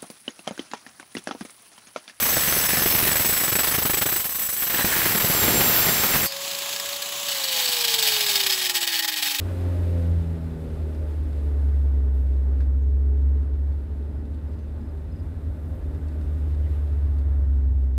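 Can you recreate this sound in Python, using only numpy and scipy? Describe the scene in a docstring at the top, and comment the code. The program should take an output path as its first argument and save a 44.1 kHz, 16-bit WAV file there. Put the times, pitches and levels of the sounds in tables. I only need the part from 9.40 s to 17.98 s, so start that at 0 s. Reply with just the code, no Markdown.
"""Inside a four-cylinder car that rolls through mountain bends, slowing and picking up again.
The exhaust booms at the firing rate, and its upper harmonics growl as they slide through resonances.
Under it lies a bed of road rumble, tyre roar, tyre hum and rushing air. Two motorcycles drone ahead.
Plastic trim ticks and squeaks, grit crackles, a small bird chirps faintly and a thin whine creeps in."""
import sys
import numpy as np
from scipy import signal
from scipy.fft import rfft, irfft, next_fast_len
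from scipy.io import wavfile
from scipy.ndimage import uniform_filter1d

SR = 44100
rng = np.random.default_rng(int(sys.argv[2]) if len(sys.argv) > 2 else 0)


def to_wav(s):
    """Save 16-bit WAV."""
    ch = np.atleast_2d(s).T  # columns
    pcm = np.round(np.clip(ch, -1, 1) * 32767)  # PCM
    wavfile.write(sys.argv[1], SR, pcm.astype(np.int16))


N = 378372
TIME = np.arange(N) / SR


def undb(db):
    """Decibels to gain."""
    return 10 ** (np.asarray(db) / 20)


def unit(x):
    """Scale to an rms of one."""
    return x / np.sqrt(np.mean(x ** 2))


def curves(table):
    """One automation curve for each column after the time, in straight lines."""
    times, *columns = np.transpose(table)
    return [np.interp(TIME, times, column) for column in columns]


def ramp(start, length):
    """Fade from zero to one over length seconds."""
    return np.clip((TIME - start) / length, 0, 1)


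def swell(start, length):
    """One rounded rise and fall."""
    return np.sin(np.pi * ramp(start, length))


def noise():
    """White noise."""
    return rng.standard_normal(N)


def wander(rate):
    """Smooth random modulation at an rms of one, with rate new values a second."""
    hold = max(int(SR / rate), 1)
    steps = rng.standard_normal(2048)[np.arange(N) // hold % 2048]
    return unit(uniform_filter1d(uniform_filter1d(steps, hold), hold))


def equalise(x, points):
    """Shape a sound with an EQ curve that falls 20 dB an octave past its ends; rms one."""
    hz, db = np.transpose(points)
    size = next_fast_len(N)
    bins = np.maximum(np.fft.rfftfreq(size, 1 / SR), 1)
    octaves_outside = np.maximum(np.log2(bins / hz[-1]), 0) + np.maximum(np.log2(hz[0] / bins), 0)
    gain = undb(np.interp(np.log(bins), np.log(hz), db) - 20 * octaves_outside)
    return unit(irfft(rfft(x, size) * gain, size)[:N])


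def phase_of(hz):
    """Running phase of a gliding pitch."""
    return 2 * np.pi * np.cumsum(hz) / SR


def partial(phase, rough, rate):
    """A tone of rms near one whose strength and timing shake by the share rough."""
    tone = (1 + rough * wander(rate)) * np.cos(phase)
    jitter = rough * wander(rate) * np.sin(phase)
    return np.sqrt(2 / (1 + 2 * rough ** 2)) * (tone + jitter)


def resonance(x, hz, width):
    """One mode, gain one at its centre."""
    return signal.lfilter(*signal.iirpeak(hz, hz / width, fs=SR), x)


def add(out, start, sound):
    """Mix a short sound in at start seconds."""
    first = int(start * SR)
    out[first:first + len(sound)] += sound[:N - first]


# cabin and panel resonances: (centre [Hz], width [Hz], level against the direct sound [dB])
CABIN_MODES = [(411, 38, 3.5), (560, 58, -0.5), (605, 59, 0.5), (744, 16, -10.5), (985, 76, -9),
               (1065, 58, 3.5), (1204, 55, 1.5), (1369, 22, 0), (1495, 60, -5), (1693, 46, -3),
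               (1877, 66, -1.5), (2015, 28, -0.5), (2570, 150, -10.5), (2920, 150, -13), (3570, 130, -6),
               (3940, 100, -11), (4170, 49, -5.5)]
def cabin(x):
    """The resonances of the cabin colour whatever passes through; rms one."""
    return unit(x + sum(undb(db) * resonance(x, hz, width) for hz, width, db in CABIN_MODES))


def whine(hz=3600, level_db=-84.5):
    """A thin, unsteady tone fades in late, barely there."""
    fade_in = ramp(start=5.79, length=.5)
    return undb(level_db) * fade_in * partial(2 * np.pi * hz * TIME, rough=.6, rate=45)


# roadside bird calls: (time [s], level [dB])
BIRD_CALLS = [(4.703, -75), (5.075, -73), (5.405, -71), (5.713, -63.5)]
def bird(top_hz=5030, fall_hz=280, spread_hz=35, length_s=0.0228, spacing_s=.039):
    """Three quick arched whistles a call, each peaking early at a slightly different pitch."""
    out = np.zeros(N)
    along = np.linspace(0, 1, int(length_s * SR))
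    arch_hz = top_hz - fall_hz * ((3 * along - 1) / 2) ** 2
    envelope = np.sin(np.pi * along)
    for start, db in BIRD_CALLS:
        for chirp in range(3):
            hz = arch_hz + spread_hz * rng.standard_normal()
            add(out, start + chirp * spacing_s, undb(db) * envelope * np.sin(phase_of(hz)))
    return out


# crisp crunch of loose stones: (frequency [Hz], gain [dB])
GRIT_EQ = [(1800, -12), (2600, 4), (4200, 1), (5500, -10)]
def grit(level_db=-76, grains_per_s=260, scatter_db=4):
    """Small stones crackle under the treads beside a lay-by."""
    hits = rng.random(N) < grains_per_s / SR
    grains = hits * undb(scatter_db * noise()) * np.sign(noise())
    gate = ramp(start=3.95, length=0.18) * (1 - ramp(start=5.9, length=0.18))
    return undb(level_db) * gate * cabin(equalise(grains, GRIT_EQ))


# trim squeaks: (time [s], pitch [Hz], length [s], level [dB])
SQUEAKS = [(3.402, 6660, 0.048, -75), (5.17, 6150, .1, -78), (7.219, 2980, 0.064, -67),
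           (7.255, 2000, .035, -59), (7.34, 3000, 0.038, -71)]
# trim rustles: (time [s], length [s], level [dB])
RUSTLES = [(2.72, .09, -70), (2.797, .06, -73), (4.4, .035, -79), (4.48, .035, -77), (4.55, .04, -80),
           (6.045, .45, -73), (6.695, .35, -76), (7.25, .14, -71)]
# their thin, bright top: (frequency [Hz], gain [dB])
RUSTLE_EQ = [(7000, -13), (10500, -5.5), (13000, -1), (15500, -3)]
def trim_creaks(width_hz=400):
    """Trim rubs as the body flexes: narrow, scratchy squeaks and thin rustles."""
    squeaks = np.zeros(N)
    for start, hz, length, db in SQUEAKS:
        band = resonance(noise(), hz, width_hz)
        squeaks += undb(db) * swell(start, length) * unit(resonance(band, hz, width_hz))
    rubbing = sum(undb(db) * swell(start, length) for start, length, db in RUSTLES)
    friction = noise() * undb(1.5 * wander(120))
    return squeaks + rubbing * equalise(friction, RUSTLE_EQ)


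# trim slips: (time [s], relative level [dB], time to fall 60 dB [s], hardness as treble gain [dB])
TICKS = [(1.547, -38, 0.032, 3), (1.93, -33, 0.03, -7), (3.205, -29.5, 0.08, -22), (3.209, -43, 0.13, -1.5),
         (3.228, -49, 0.07, 2), (3.775, -49, .03, 7.5), (4.029, -42, 0.045, -2), (4.324, -45, 0.033, -1),
         (4.855, -43, .035, 2), (4.945, -49, 0.039, 7), (5.134, -46, 0.039, 6), (5.189, -40, 0.035, 1),
         (6.548, -44, 0.029, 4), (6.684, -42, 0.041, 10), (6.812, -39, .05, 2), (7.147, -43, 0.026, 6),
         (7.785, -46, 0.1, 8.5)]
# ring of the plastic: (centre [Hz], width [Hz], gain [dB])
PLASTIC_MODES = [(1200, 220, 1.5), (1620, 210, 6), (2665, 260, -4.5), (3660, 270, -1.5), (4400, 670, -7.5),
                 (7900, 3500, -15)]
def trim_ticks(gain_db=-8, treble_hz=2500, lowpass_hz=9000):
    """Plastic panels slip: a short scrape rings their modes, the high ones more when it is hard."""
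    out = np.zeros(N)
    age = TIME[:SR // 4]
    lowpass = signal.butter(2, lowpass_hz, fs=SR)
    for start, db, decay_s, hard_db in TICKS:
        scrape = signal.lfilter(*lowpass, rng.standard_normal(len(age)))
        slip = undb(db + gain_db) * scrape * undb(-60 * age / decay_s)
        for hz, width, mode_db in PLASTIC_MODES:
            gain = undb(mode_db + hard_db * (hz > treble_hz))
            add(out, start, gain * resonance(slip, hz, width))
    return out


# fader rides for air flow and road contact: (time [s], air fader [dB], roar fader [dB])
ROAD_FADERS = [(0, -50.5, -45.5), (0.6, -54.5, -48.5), (1, -57.5, -50.5), (2.1, -59.5, -51.5),
               (2.6, -63, -54), (2.9, -63.5, -55), (3.17, -64, -53.5), (3.45, -67.5, -58.5),
               (3.7, -66, -55.5), (4.1, -66, -55), (5.2, -65, -54.5), (6.1, -63.5, -54),
               (6.85, -60.5, -51.5), (7.35, -60.5, -52), (8.05, -65.6, -54), (8.54, -68, -59.5)]
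# body of the air rush: (frequency [Hz], gain [dB])
RUSH_EQ = [(1200, -20), (2200, 3), (2900, -0.5), (3700, -1), (4500, -4.5), (5100, -4.5), (5800, -13.5),
           (7000, -12.5), (10000, -36.5)]
# hiss on top of it: (frequency [Hz], gain [dB])
HISS_EQ = [(3500, -24), (5500, -2.5), (7000, -3), (7600, 1), (9000, 0.5), (12000, -0.5), (13500, -3),
           (15500, -5)]
def air(rush_gain_db=-4, hiss_gain_db=-8):
    """Air rushes past the window and flutters; fine road grit roughens the rush."""
    air_db, _ = curves(ROAD_FADERS)
    flutter = wander(22)
    grainy = noise() * undb(0.72 * wander(200))
    rush = undb(air_db + rush_gain_db + 0.65 * flutter) * cabin(equalise(grainy, RUSH_EQ))
    hiss_db = air_db + hiss_gain_db + .5 * flutter + 0.35 * wander(30)
    return rush + undb(hiss_db) * equalise(noise(), HISS_EQ)


# midrange roar of tread on asphalt: (frequency [Hz], gain [dB])
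ROAR_EQ = [(150, -11.5), (300, 6.5), (450, 1), (600, -2.5), (720, -2.5), (900, -0.5), (1000, -12),
           (1500, -8.5), (1950, -14), (2400, -23.5), (4000, -36)]
def tyre_roar(gain_db=3):
    """The treads roar on the road, heard through the cabin's resonances."""
    _, roar_db = curves(ROAD_FADERS)
    return undb(roar_db + gain_db + 0.63 * wander(14)) * cabin(equalise(noise(), ROAR_EQ))


def tyre_hum(cruise_hum_hz=255.4, cruise_firing_hz=67.5, loud_hum_db=-46, loud_boom_db=-17.5):
    """The tyres hum at a pitch that follows speed, swelling with the exhaust boom."""
    firing_hz, = curves(FIRING_RATE)
    boom_db, = curves(BOOM_LEVEL)
    hum_hz = cruise_hum_hz + 1.05 * (firing_hz - cruise_firing_hz)
    hum_db = loud_hum_db + 0.47 * (boom_db - loud_boom_db)
    return undb(hum_db) * partial(phase_of(hum_hz), rough=0.12, rate=8)


# two motorcycles ahead, faint through the windscreen: (time [s], pitch [Hz], level [dB])
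NEAR_BIKE = [(1.5, 69.9, -72), (2.7, 66.5, -55), (4, 61.65, -44), (5, 58.64, -43.5), (5.6, 56.68, -45.5),
             (6.8, 55.96, -46.5), (7.5, 55.15, -47.5), (8.58, 54.8, -49.5)]
FAR_BIKE = [(1, 65, -66), (2.5, 60.2, -48), (3.3, 57.05, -48.5), (4.5, 53.42, -49.5), (5.3, 52.4, -73)]
# their exhaust tone: (harmonic [x pitch], relative level [dB])
BIKE_HARMONICS = [(1, 7.5), (2, -11), (3, -4.5), (4, -5), (5, -9), (7, -4)]
def motorcycle(ride):
    """A bike's drone sinks as it slows for the bend; its lowest note beats against the boom."""
    hz, level_db = curves(ride)
    phase = phase_of(hz)
    drone = sum(undb(db) * partial(k * phase, rough=0.22, rate=11) for k, db in BIKE_HARMONICS)
    return undb(level_db) * unit(drone)


# deep rumble of the cabin: (frequency [Hz], gain [dB])
RUMBLE_EQ = [(15, -20.5), (30, -17.5), (42, -6.5), (54, 0.5), (65, 0.5), (76, -3.5), (88, 5), (100, -9.5),
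             (120, -24.5), (160, -33.5), (300, -57.5)]
# low-mid shudder of the body panels: (frequency [Hz], gain [dB])
PANEL_EQ = [(70, -25), (110, 1), (150, 4.5), (195, -5.5), (245, 2), (310, -1.5), (420, -10), (520, -13),
            (620, -18.5), (800, -22), (1500, -57.5)]
def road_rumble(smooth_db=-36, rough_boost_db=3.5, cruise_panel_db=-45, cruise_roar_db=-53.5):
    """Asphalt shakes the body, harder once it turns rough; the panels follow the tyre roar."""
    _, roar_db = curves(ROAD_FADERS)
    rough_road = ramp(start=5.11, length=0.95)
    rumble = undb(smooth_db + rough_boost_db * rough_road) * equalise(noise(), RUMBLE_EQ)
    panel_db = cruise_panel_db + .5 * (roar_db - cruise_roar_db) + 0.79 * wander(6.5)
    return rumble + undb(panel_db) * equalise(noise(), PANEL_EQ)


def overtone(hz, modes, floor_db, rough, rate):
    """A shaky harmonic that flares above floor_db as its pitch slides through resonances."""
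    peaks = [undb(db) / (1 + (2 * (hz - centre) / width) ** 2) for centre, width, db in modes]
    gain = np.sqrt(undb(floor_db) ** 2 + sum(peak ** 2 for peak in peaks))
    return gain * partial(phase_of(hz) + rng.uniform(0, 2 * np.pi), rough, rate)


# growl harmonics, the halves from the crank turn: (order [x firing rate], relative level [dB])
GROWL_ORDERS = [(3.5, -6), (4, 1.5), (4.5, -4.5), (5, -3), (5.5, -9.5), (6, 0.5), (6.5, -9), (7, -4),
                (8, -7), (9, -13.5), (10, -16), (12, -18.5)]
# fader ride of the growl, dying away as the car coasts: (time [s], level [dB])
GROWL_FADER = [(0, -57), (0.2, -54.5), (0.58, -50.5), (0.95, -57.5), (1.3, -52.5), (1.6, -53.5),
               (1.85, -59.5), (2.12, -56), (2.6, -63), (3.15, -58), (4.0, -61), (4.6, -68), (5.5, -66.5),
               (6.8, -60.5), (7.6, -66.5), (8.58, -69)]
# panel resonances that make it flare: (centre [Hz], width [Hz], peak against the floor [dB])
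GROWL_MODES = [(286.4, 22, 8), (346, 16, 2), (386.3, 13, 5), (406, 24, 8.5), (429, 13, 5.5), (475.8, 9, 6),
               (511, 11, 5), (533.7, 17, 4), (609.5, 16, 10.5)]
def engine_growl(flicker_db=1.87):
    """Uneven combustion shakes the higher orders, which light up as they cross panel resonances."""
    firing_hz, = curves(FIRING_RATE)
    fader_db, = curves(GROWL_FADER)
    growl = np.zeros(N)
    for order, db in GROWL_ORDERS:
        gain = undb(db + flicker_db * wander(6))
        growl += gain * overtone(order * firing_hz, GROWL_MODES, floor_db=0, rough=0.38, rate=26)
    return undb(fader_db) * growl


# engine speed: (time [s], firing rate [Hz])
FIRING_RATE = [(0, 90.2), (.5, 86.1), (1, 81.4), (1.5, 77.1), (2, 72.7), (2.8, 66.5), (4, 69.5),
               (5.3, 74.3), (6, 75.4), (6.8, 75.5), (7.5, 72.5), (8.58, 65.4)]
# weight of the boom, following the throttle: (time [s], level [dB])
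BOOM_LEVEL = [(0, -31.5), (0.35, -22), (0.8, -22), (0.94, -31.5), (1.22, -34.5), (1.4, -28), (1.95, -25),
              (2.33, -18.5), (2.93, -20.5), (3.94, -18), (4.08, -24.5), (4.28, -22), (4.45, -29.5),
              (5.3, -31.5), (6.35, -31.5), (7.05, -24), (8.15, -19), (8.58, -21)]
# body resonances under harmonics two and three: (centre [Hz], width [Hz], peak before lift-off [dB])
BOOM_MODES = [(165.26, 14.3, -33), (220.3, 11, -51), (240.7, 20, -42), (258.8, 14, -39.5)]
def exhaust_boom(lift_second_db=5, lift_third_db=-11):
    """A clean boom at the firing rate; as the throttle closes, harmonic two grows and three sinks."""
    firing_hz, = curves(FIRING_RATE)
    boom_db, = curves(BOOM_LEVEL)
    boom = undb(boom_db) * np.sqrt(2) * np.sin(phase_of(firing_hz))
    second = overtone(2 * firing_hz, BOOM_MODES, floor_db=-59, rough=0.059, rate=14)
    third = overtone(3 * firing_hz, BOOM_MODES, floor_db=-73.5, rough=0.26, rate=13)
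    lift_off = ramp(start=6.8, length=.25)
    return boom + second * undb(lift_second_db * lift_off) + third * undb(lift_third_db * lift_off)


def scene():
    """The mono mix, as heard at the dashboard."""
    bikes = motorcycle(NEAR_BIKE) + motorcycle(FAR_BIKE)
    engine = exhaust_boom() + engine_growl()
    bed = road_rumble() + tyre_roar() + tyre_hum() + air()
    details = trim_ticks() + bird() + trim_creaks() + grit() + whine()
    return (details + bed + bikes + engine)[None]


def record(dry, top_hz=15500):
    """A steep low-pass takes off the top of the treble."""
    return signal.sosfilt(signal.ellip(10, .1, 80, top_hz, fs=SR, output="sos"), dry)


dry = scene()
out = record(dry)
to_wav(out)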